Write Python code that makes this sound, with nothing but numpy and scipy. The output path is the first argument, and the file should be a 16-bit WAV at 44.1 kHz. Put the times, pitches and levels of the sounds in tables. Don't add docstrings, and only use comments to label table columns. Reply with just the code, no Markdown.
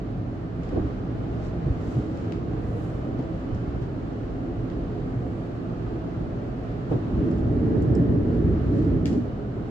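import sys
import numpy as np
from scipy import signal
from scipy.fft import rfft, irfft, next_fast_len
from scipy.io import wavfile
from scipy.ndimage import uniform_filter1d, map_coordinates

SR = 44100
rng = np.random.default_rng(int(sys.argv[2]) if len(sys.argv) > 2 else 0)


def materialize(psi):
    bounded = np.clip(np.atleast_2d(psi).T, -1, 1)
    quanta = np.round(bounded * 32767).astype(np.int16)
    wavfile.write(sys.argv[1], SR, quanta)


N = 427769

# (time [s], level [dB])
RAIL_ROUGHNESS = [(0.0, -54), (0.54, -53.5), (0.72, -51.5), (1.1, -52.3), (1.32, -50.5), (1.55, -51),
                  (3.3, -51.5), (3.9, -52), (6.7, -52), (7.3, -50.5), (8.05, -52), (8.73, -51.3),
                  (9.32, -53.5), (9.7, -52.5)]
# (frequency [Hz], width [Hz], relative level [dB])
FLOOR_MODES = [(30, 8, -9.5), (46.6, 12, -1), (63.8, 13, -0.5), (83.6, 5.8, -3), (109.4, 25.3, 1),
               (128.1, 17, -1), (166.5, 18, -2), (196.4, 70, -8.5)]
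# (frequency [Hz], width [Hz], relative level [dB])
PANEL_MODES = [(228.3, 18, -4.5), (260.3, 54, 0.5), (280, 61, -3), (319.4, 32, 0.5), (348.2, 28, -1.5),
               (400.5, 41, -5.5), (421, 48, -5), (444, 74, -18)]
# (frequency [Hz], relative density [dB per Hz])
ROAR_SPECTRUM = [(330, -40), (470, 2), (540, 0), (640, 0), (730, -2), (850, -7), (1000, -16.5),
                 (1300, -23.5), (2500, -65.5)]
BOOM_DB, BOOM_GROWS = -31, 0.55
DRONE_DB, DRONE_GROWS = -34.5, 0.9
ROAR_DB, ROAR_GROWS = -42.5, 0.77
AIR_DB, AIR_GROWS = -49, 1.1

# (frequency [Hz], width [Hz], relative level [dB])
GIRDER_MODES = [(66.2, 22, 2), (82, 47, -8.5), (103, 31, 0.5), (129.8, 13, 3.5), (166.8, 20, 1)]
# (frequency [Hz], width [Hz], relative level [dB])
DECK_MODES = [(220, 52, -1), (249.2, 18, 1.5), (284, 28, 2), (323.7, 47, -2)]
# (frequency [Hz], width [Hz], relative level [dB])
UPPER_MODES = [(366, 37, 2), (367, 26, -9.5), (415, 66, 2), (440, 40, 1), (554, 109, -8.5),
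               (1750, 400, -28.5)]
# (time [s], girder relative level [dB], deck relative level [dB])
BRIDGE_SURGES = [(7.04, -25, -24), (7.11, -27.5, -32.5), (7.2, -23.5, -25), (7.27, -30, -24),
                 (7.41, -25.5, -27), (7.55, -25, -26), (7.65, -23.5, -21.5), (7.76, -24.5, -25),
                 (7.89, -22.5, -27), (7.99, -21.5, -22.5), (8.08, -20.5, -22.5), (8.18, -24.5, -24.5),
                 (8.37, -25, -26), (8.48, -19, -23), (8.6, -27.5, -29.5), (8.69, -24, -27.5),
                 (8.78, -26.5, -23), (8.92, -21, -23), (9.01, -26, -28), (9.09, -29, -27.5),
                 (9.16, -31, -22.5), (9.27, -40, -37.5)]
ENTER_S, LEAVE_S = 6.98, 9.33
ENTER_RISE_S, LEAVE_FALL_S = 0.18, 0.052
GIRDER_DB = -0.44
DECK_DB, DECK_ENDS_DB = -1.26, 1
UPPER_DB, UPPER_ENDS_DB = -6.5, -7.5
SPAN_ROAR_DB, SPAN_ROAR_FADE_DB = -43, -12.5
STEADY_S = .08

# (time [s], knock relative level [dB], spectral tilt [dB per octave], floor push level [dB])
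JOINT_BLOWS = [(0.722, -29.5, 2, -42), (0.756, -20, 0, -38), (0.794, -27, -6.5, -27),
               (0.831, -25.5, -8.5, -26), (1.655, -23, -9, -16.5), (1.705, -26.5, -14, -30),
               (1.958, -25.5, -4, -13.5), (3.182, -31.5, 4.5, -20), (3.515, -26, -13.5, -24.5),
               (3.812, -40, 7, -17.5), (6.910, -18.5, 1.5, -22), (6.936, -25.5, -1.5, -14),
               (9.120, -27, -2.5, -34), (9.56, -30, -2, -35)]
# (frequency [Hz], relative density [dB per Hz])
KNOCK_SPECTRUM = [(30, -26.5), (70, 2.5), (120, -2.5), (200, 0.5), (300, 7.5), (440, -4.5), (650, -10.5),
                  (950, -20), (1500, -36), (4000, -52), (10000, -76), (15000, -81.5)]
KNOCK_T60_S = 0.23

# (time [s], level [dB])
CATCH_CONTACTS = [(9.0570, -15.5), (9.0775, -29.5), (9.129, -30)]
# (frequency [Hz], width [Hz], relative level [dB])
CATCH_MODES = [(2080, 280, -2.5), (2700, 530, 1), (3320, 560, -0.5), (4400, 380, 1), (4900, 600, -5),
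               (5960, 600, -5), (6900, 650, -10), (7850, 450, -9), (9200, 600, -14), (10100, 550, -16),
               (11400, 750, -19), (12350, 490, -15)]
# (frequency [Hz], relative level [dB])
CATCH_PANEL_MODES = [(1820, -2.5), (1980, -1), (2360, -1), (2850, -3.5), (4450, -7), (4910, -4.5)]
# (frequency [Hz], relative density [dB per Hz])
CLACK_ECHO_SPECTRUM = [(1000, -27), (1800, 5.5), (2800, -0.5), (3800, -2.5), (4800, -2.5), (6500, -4),
                       (7700, -5.5), (9800, -4.5), (12400, -11.5), (14000, -23)]
CATCH_PANEL_T60_S = 0.097

# (time [s], relative level [dB], centre [Hz], width [octaves], echo level re unit-energy contact [dB])
FITTING_TICKS = [(0.634, -50.5, 3800, 0.8, 5), (0.691, -51.5, 4020, 0.89, 1.5), (2.174, -51, 4500, 1.1, -1),
                 (2.3228, -41, 3500, 0.71, -0.5), (3.548, -54.5, 5500, 0.55, 3),
                 (4.701, -47, 3500, 0.55, -1), (6.907, -60, 9400, .5, 9), (7.313, -54.5, 6000, 0.71, -0.5),
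                 (7.384, -58, 6470, 0.55, 1.5), (7.824, -51, 7240, 0.62, -8)]
# (frequency [Hz], relative density [dB per Hz])
SNAP_SPECTRUM = [(500, -32.5), (1450, -16), (1900, 2), (2400, 4), (3000, -1), (3800, -7), (4600, -4.5),
                 (5500, -6), (7700, -7.5), (12000, -8.5), (15000, -23.5)]
REBOUND_S, REBOUND_LOSS_DB = 0.012, 11.5
ECHO_DB, RING_DB = 2, -7
FAINT_PER_S, FAINT_DB, FAINT_SPREAD_DB = .6, -63, 3
FAINT_HZ, FAINT_OCTAVES = 6000, 0.61

# (frequency [Hz], relative level [dB])
METAL_MODES = [(4820, -2), (5400, 2.5), (7120, -1.5), (7720, 0.5)]
METAL_T60_S, CLINK_S, CLINK_DB = .022, 7.9505, -46

# (centre time [s], swell deviation [s], level [dB], centre [Hz], width [octaves], left-right level [dB])
FABRIC_STROKES = [(1.461, 0.034, -59.5, 5400, 1, 1.5), (1.917, 0.086, -59.5, 9000, 1.7, 2),
                  (2.168, 0.11, -64, 5500, 1.9, 0.5), (2.821, 0.14, -65.5, 10750, 0.48, -10),
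                  (5.354, 0.16, -71, 10700, .5, -1), (8.79, 0.063, -63, 6000, 1.8, 5.5)]
# (frequency [Hz], relative density [dB per Hz])
CLOTH_SPECTRUM = [(1200, -32.5), (2500, 8), (4000, 4.5), (6500, 0), (9000, -2), (11400, -3), (11900, -9.5),
                  (15700, -8.5)]

# (frequency [Hz], mean level [dB])
WHINE_TONES = [(3030, -82), (2930, -86.5)]
# (centre time [s], swell deviation [s], frequency [Hz], peak level [dB])
PASSING_HUMS = [(1.59, 0.34, 459, -47), (2.688, 0.17, 467, -45), (4.99, 0.28, 490, -47),
                (5.311, 0.97, 715, -58), (5.803, 0.83, 434, -57.5), (6.595, 0.43, 440, -53),
                (9.352, 0.23, 207.2, -40.5)]

# (frequency [Hz], relative density [dB per Hz])
AIR_SPECTRUM = [(600, -34), (950, 1), (1300, 0.5), (1700, -4.5), (2300, -11), (3000, -13.5), (3400, -17),
                (4300, -19), (5200, -24), (7600, -30.5), (8700, -29.5), (10000, -30.5), (10700, -34),
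                (15700, -32.5)]
WANDER_DB, AIR_WANDER_DB = 1.5, 1

# (frequency [Hz], correlation [-1 to 1])
EAR_CORRELATION = [(40, .975), (180, .94), (300, .8), (430, .62), (490, .35), (720, .33), (930, -.3),
                   (1500, -.15), (2500, -.05), (6000, 0)]
# (frequency [Hz], difference [dB])
EAR_LEVEL_DIFFERENCE = [(30, -2.5), (85, 0.5), (145, -2.5), (220, 0), (400, -3.5), (750, -1), (980, 2),
                        (1150, -6.5), (1600, -1.5), (2050, 0.5), (2800, 0.5), (4200, 2.5), (7000, -2.5),
                        (13000, 1.5)]
# (frequency [Hz], phase [rad])
EAR_PHASE_LEAD = [(45, .39), (110, .21), (200, .06), (430, .06), (510, .45), (600, 0), (780, .5),
                  (950, -.55), (1300, 0)]
# (frequency [Hz], decay time T60 [s])
CABIN_T60 = [(200, .4), (2500, 0.38), (7000, 0.39), (13000, 0.2)]
# (frequency [Hz], gain [dB])
MIC_SHELF = [(7700, 0), (8300, -11)]
TOP_HZ = 15720


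def rolling(flutter_db=0.63, sway_db=-0.5):
    rough = roughness()
    shake = flutter_db * wobble(15)
    boom_gain = amp(BOOM_DB + BOOM_GROWS * rough + sway_db * wobble(3.5))
    boom = boom_gain * field(resonances(FLOOR_MODES))
    drone = amp(DRONE_DB + DRONE_GROWS * rough + shake) * wandering(field(resonances(PANEL_MODES)))
    roar = amp(ROAR_DB + ROAR_GROWS * rough + shake) * wandering(field(colour(ROAR_SPECTRUM)))
    return boom + drone + roar


def roughness():
    db, = curves(RAIL_ROUGHNESS)
    return db - db.mean()


def bridge(judder_db=1):
    t = np.arange(N) / SR
    rolled_on = (t - ENTER_S) / ENTER_RISE_S
    still_on = (LEAVE_S - t) / LEAVE_FALL_S
    on_span = np.clip(np.minimum(rolled_on, still_on), 0, 1)
    crossed = np.clip((t - ENTER_S) / (LEAVE_S - ENTER_S), 0, 1)
    off_centre = (2 * crossed - 1) ** 2
    girder_db, deck_db = curves(BRIDGE_SURGES)
    girders = amp(girder_db + GIRDER_DB) * levelled(field(resonances(GIRDER_MODES)))
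    deck_gain = amp(deck_db + DECK_DB + DECK_ENDS_DB * off_centre)
    deck = deck_gain * levelled(field(resonances(DECK_MODES)))
    upper_gain = amp(deck_db + UPPER_DB + UPPER_ENDS_DB * off_centre)
    upper = upper_gain * field(resonances(UPPER_MODES))
    roar_gain = amp(SPAN_ROAR_DB + SPAN_ROAR_FADE_DB * crossed)
    roar = roar_gain * wandering(field(colour(ROAR_SPECTRUM)))
    return on_span * amp(judder_db * wobble(18)) * (girders + deck + upper + roar)


def joints(rise=0.0065, knock_db=4, floor_hz=126, floor_t60=0.19):
    out, t = np.zeros((2, N)), np.arange(SR // 2) / SR
    for s, db, tilt_db, push_db in JOINT_BLOWS:
        knock_gain = amp(db + knock_db - 60 * t / KNOCK_T60_S)
        knock = knock_gain * field(colour(KNOCK_SPECTRUM, tilt_db), len(t))
        push = amp(push_db - 60 * t / floor_t60) * np.sin(2 * np.pi * floor_hz * t)
        add(out, s, (1 - np.exp(-t / rise)) * (knock + push))
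    return out


def clack(echo_db=1.5, lean_db=6, lag=.0001, wall_s=0.013, wall_db=-12, ring_db=-29):
    out, t = np.zeros((2, N)), np.arange(SR // 5) / SR
    crack = impulse(resonances(CATCH_MODES))
    direct = sides(lean_db) * np.array([crack, np.roll(crack, round(lag * SR))])
    for s, db in CATCH_CONTACTS:
        ring = 0
        for hz, level in CATCH_PANEL_MODES:
            phase = rng.uniform(0, 2 * np.pi, (2, 1))
            ring = ring + amp(level) * np.sin(2 * np.pi * hz * t + phase)
        echo_click = impulse(colour(CLACK_ECHO_SPECTRUM))
        echo = signal.fftconvolve(echo_click[None], cabin_tail(), axes=1)
        add(out, s, amp(db) * direct)
        add(out, s, amp(db + ring_db - 60 * t / CATCH_PANEL_T60_S) * ring)
        add(out, s + wall_s, amp(db + wall_db) * np.array([crack, crack]))
        add(out, s, amp(db + echo_db) * echo)
    return out


def fittings(crack_db=16, ring_t60=0.026, left_db=4.0, lag=.0004, count=3):
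    out, t = np.zeros((2, N)), np.arange(SR // 30) / SR
    for s, db, centre, width, echo_db in FITTING_TICKS + faint_ticks():
        click = impulse(focused(SNAP_SPECTRUM, centre, width))
        for k in range(count):
            ring = rng.standard_normal((2, len(t))) * amp(-60 * t / ring_t60)
            direct = (t == 0) + amp(RING_DB) * ring / np.linalg.norm(ring[0])
            left = amp(left_db) * direct[0]
            right = amp(-left_db) * np.roll(direct[1], round(lag * SR))
            path = amp(echo_db) * cabin_tail()
            add(path, 0, np.array([left, right]))
            gain = amp(db + crack_db - k * REBOUND_LOSS_DB)
            add(out, s + k * REBOUND_S, gain * signal.fftconvolve(click[None], path, axes=1))
    return out


def faint_ticks():
    rows = []
    for when, size, pitch in rng.uniform(0, 1, (round(FAINT_PER_S * N / SR), 3)):
        db = FAINT_DB + FAINT_SPREAD_DB * (2 * size - 1)
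        centre = FAINT_HZ * 2 ** (pitch - .5)
        rows.append((when * N / SR, db, centre, FAINT_OCTAVES, ECHO_DB))
    return rows


def clink(rise=0.0017, scrape_db=0, scrape_hz=6200, scrape_octaves=0.28, echo_db=-9, lean_db=4):
    out, t = np.zeros((2, N)), np.arange(SR // 20) / SR
    modes = sum(amp(db) * np.sin(2 * np.pi * hz * t) for hz, db in METAL_MODES)
    scrape = amp(scrape_db) * field(focused(SNAP_SPECTRUM, scrape_hz, scrape_octaves), len(t))
    touch = (1 - np.exp(-t / rise)) * amp(-60 * t / METAL_T60_S) * (modes + scrape)
    add(out, CLINK_S, sides(lean_db) * touch)
    add(out, CLINK_S, amp(echo_db) * signal.fftconvolve(touch, cabin_tail(), axes=1))
    return amp(CLINK_DB) * out


def fabric(grain_db=1.5):
    out, t = np.zeros((2, N)), np.arange(SR) / SR - .5
    for s, half, db, centre, width, lean_db in FABRIC_STROKES:
        rub = field(focused(CLOTH_SPECTRUM, centre, width), len(t))
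        add(out, s - .5, amp(db) * sides(lean_db) * swell(t, half) * rub)
    return out * amp(grain_db * wobble(250))


def whine_and_hums(drift_hz=2.5, waver_db=3.5):
    t = np.arange(N) / SR
    whine = sum(amp(db + waver_db * wobble(1.4)) * tone(hz, drift_hz) for hz, db in WHINE_TONES)
    hums = sum(amp(db) * swell(t - s, half) * tone(hz, drift_hz) for s, half, hz, db in PASSING_HUMS)
    return whine + hums


def ventilation(flutter_db=0.5):
    gain = amp(AIR_DB + AIR_GROWS * roughness() + flutter_db * wobble(9))
    return gain * wandering(field(colour(AIR_SPECTRUM)), AIR_WANDER_DB)


def cabin_tail():
    hz, t, z = signal.stft(rng.standard_normal((2, SR // 2)), SR, nperseg=256)
    decay = amp(-60 * t / along(CABIN_T60, hz)[:, None])
    tail = signal.istft(z * decay, SR, nperseg=256)[1]
    return tail / np.linalg.norm(tail[0])


def field(response, n=N):
    def mid_side(hz):
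        turn = np.arccos(np.clip(along(EAR_CORRELATION, hz), -1, 1)) / 2
        return response(hz) * [np.cos(turn), np.sin(turn)]

    def ears(hz):
        log_gain = along(EAR_LEVEL_DIFFERENCE, hz) * np.log(10) / 20
        difference = log_gain + 1j * along(EAR_PHASE_LEAD, hz)
        return np.exp(np.outer([1, -1], difference) / 2)

    mid, side = filtered(rng.standard_normal((2, n)), mid_side)
    return unit(filtered(np.array([mid + side, mid - side]), ears))


def wandering(x, depth_db=WANDER_DB, size=4096):
    z = signal.stft(x, nperseg=size)[2]
    patches = uniform_filter1d(rng.standard_normal(z.shape[1:]), size=3, axis=0)
    patches = uniform_filter1d(patches, size=7, axis=1)
    return unit(signal.istft(z * amp(depth_db * unit(patches)), nperseg=size)[1][:, :N])


def levelled(x):
    power = uniform_filter1d(np.mean(x ** 2, axis=0), round(STEADY_S * SR))
    return unit(x / np.sqrt(np.abs(power) + 1e-6))


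def tone(hz, drift_hz):
    phase = 2 * np.pi * np.cumsum(hz + drift_hz * wobble(6)) / SR
    return unit(np.sin(phase + rng.uniform(0, np.pi / 2, (2, 1))))


def impulse(response, size=2048):
    cepstrum = irfft(np.log(response(np.fft.rfftfreq(size, 1 / SR)) + 1e-6))
    cepstrum[1:size // 2] *= 2
    cepstrum[size // 2:] = 0
    click = irfft(np.exp(rfft(cepstrum)))
    return click / np.linalg.norm(click)


def resonances(modes):
    def response(hz):
        power = 0
        for centre, width, db in modes:
            detuning = (hz * hz - centre * centre) / ((hz + 1) * width)
            power = power + (amp(db) / (1 + detuning ** 2)) ** 2
        return np.sqrt(power)
    return response


def colour(points, tilt_db=0):
    return lambda hz: amp(along(points, hz) + tilt_db * np.log2(hz / points[0][0] + 1))


def focused(points, centre, width):
    return lambda hz: colour(points)(hz) / (1 + (np.log2((hz + 1) / centre) / width) ** 2)


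def filtered(x, response):
    n = x.shape[-1]
    m = next_fast_len(n + SR // 8)
    return irfft(rfft(x, m) * response(np.fft.rfftfreq(m, 1 / SR)), m)[..., :n]


def swell(t, half):
    return np.exp(-(t / half) ** 2 / 2)


def wobble(rate):
    knots = rng.standard_normal(int(N * rate / SR) + 4)
    return map_coordinates(knots, [np.arange(N) * rate / SR])


def sides(lean_db):
    return amp([[lean_db / 2], [-lean_db / 2]])


def along(points, hz):
    f, v = np.transpose(points)
    return np.interp(np.log(hz + 1), np.log(f + 1), v)


def curves(rows):
    s, *cols = np.transpose(rows)
    return [np.interp(np.arange(N) / SR, s, c) for c in cols]


def add(track, s, sound):
    part = track[:, max(0, round(s * SR)):][:, :sound.shape[1]]
    part += sound[:, :part.shape[1]]


def amp(db):
    return 10 ** (np.asarray(db) / 20)


def unit(x):
    return x / np.sqrt(np.mean(x ** 2) + 1e-20)


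def scene():
    train = rolling() + bridge() + joints()
    cabin = clack() + fittings() + clink() + fabric()
    return train + cabin + whine_and_hums() + ventilation()


def record(dry):
    return filtered(dry, lambda hz: amp(along(MIC_SHELF, hz)) * (hz < TOP_HZ))


dry = scene()
out = record(dry)
materialize(out)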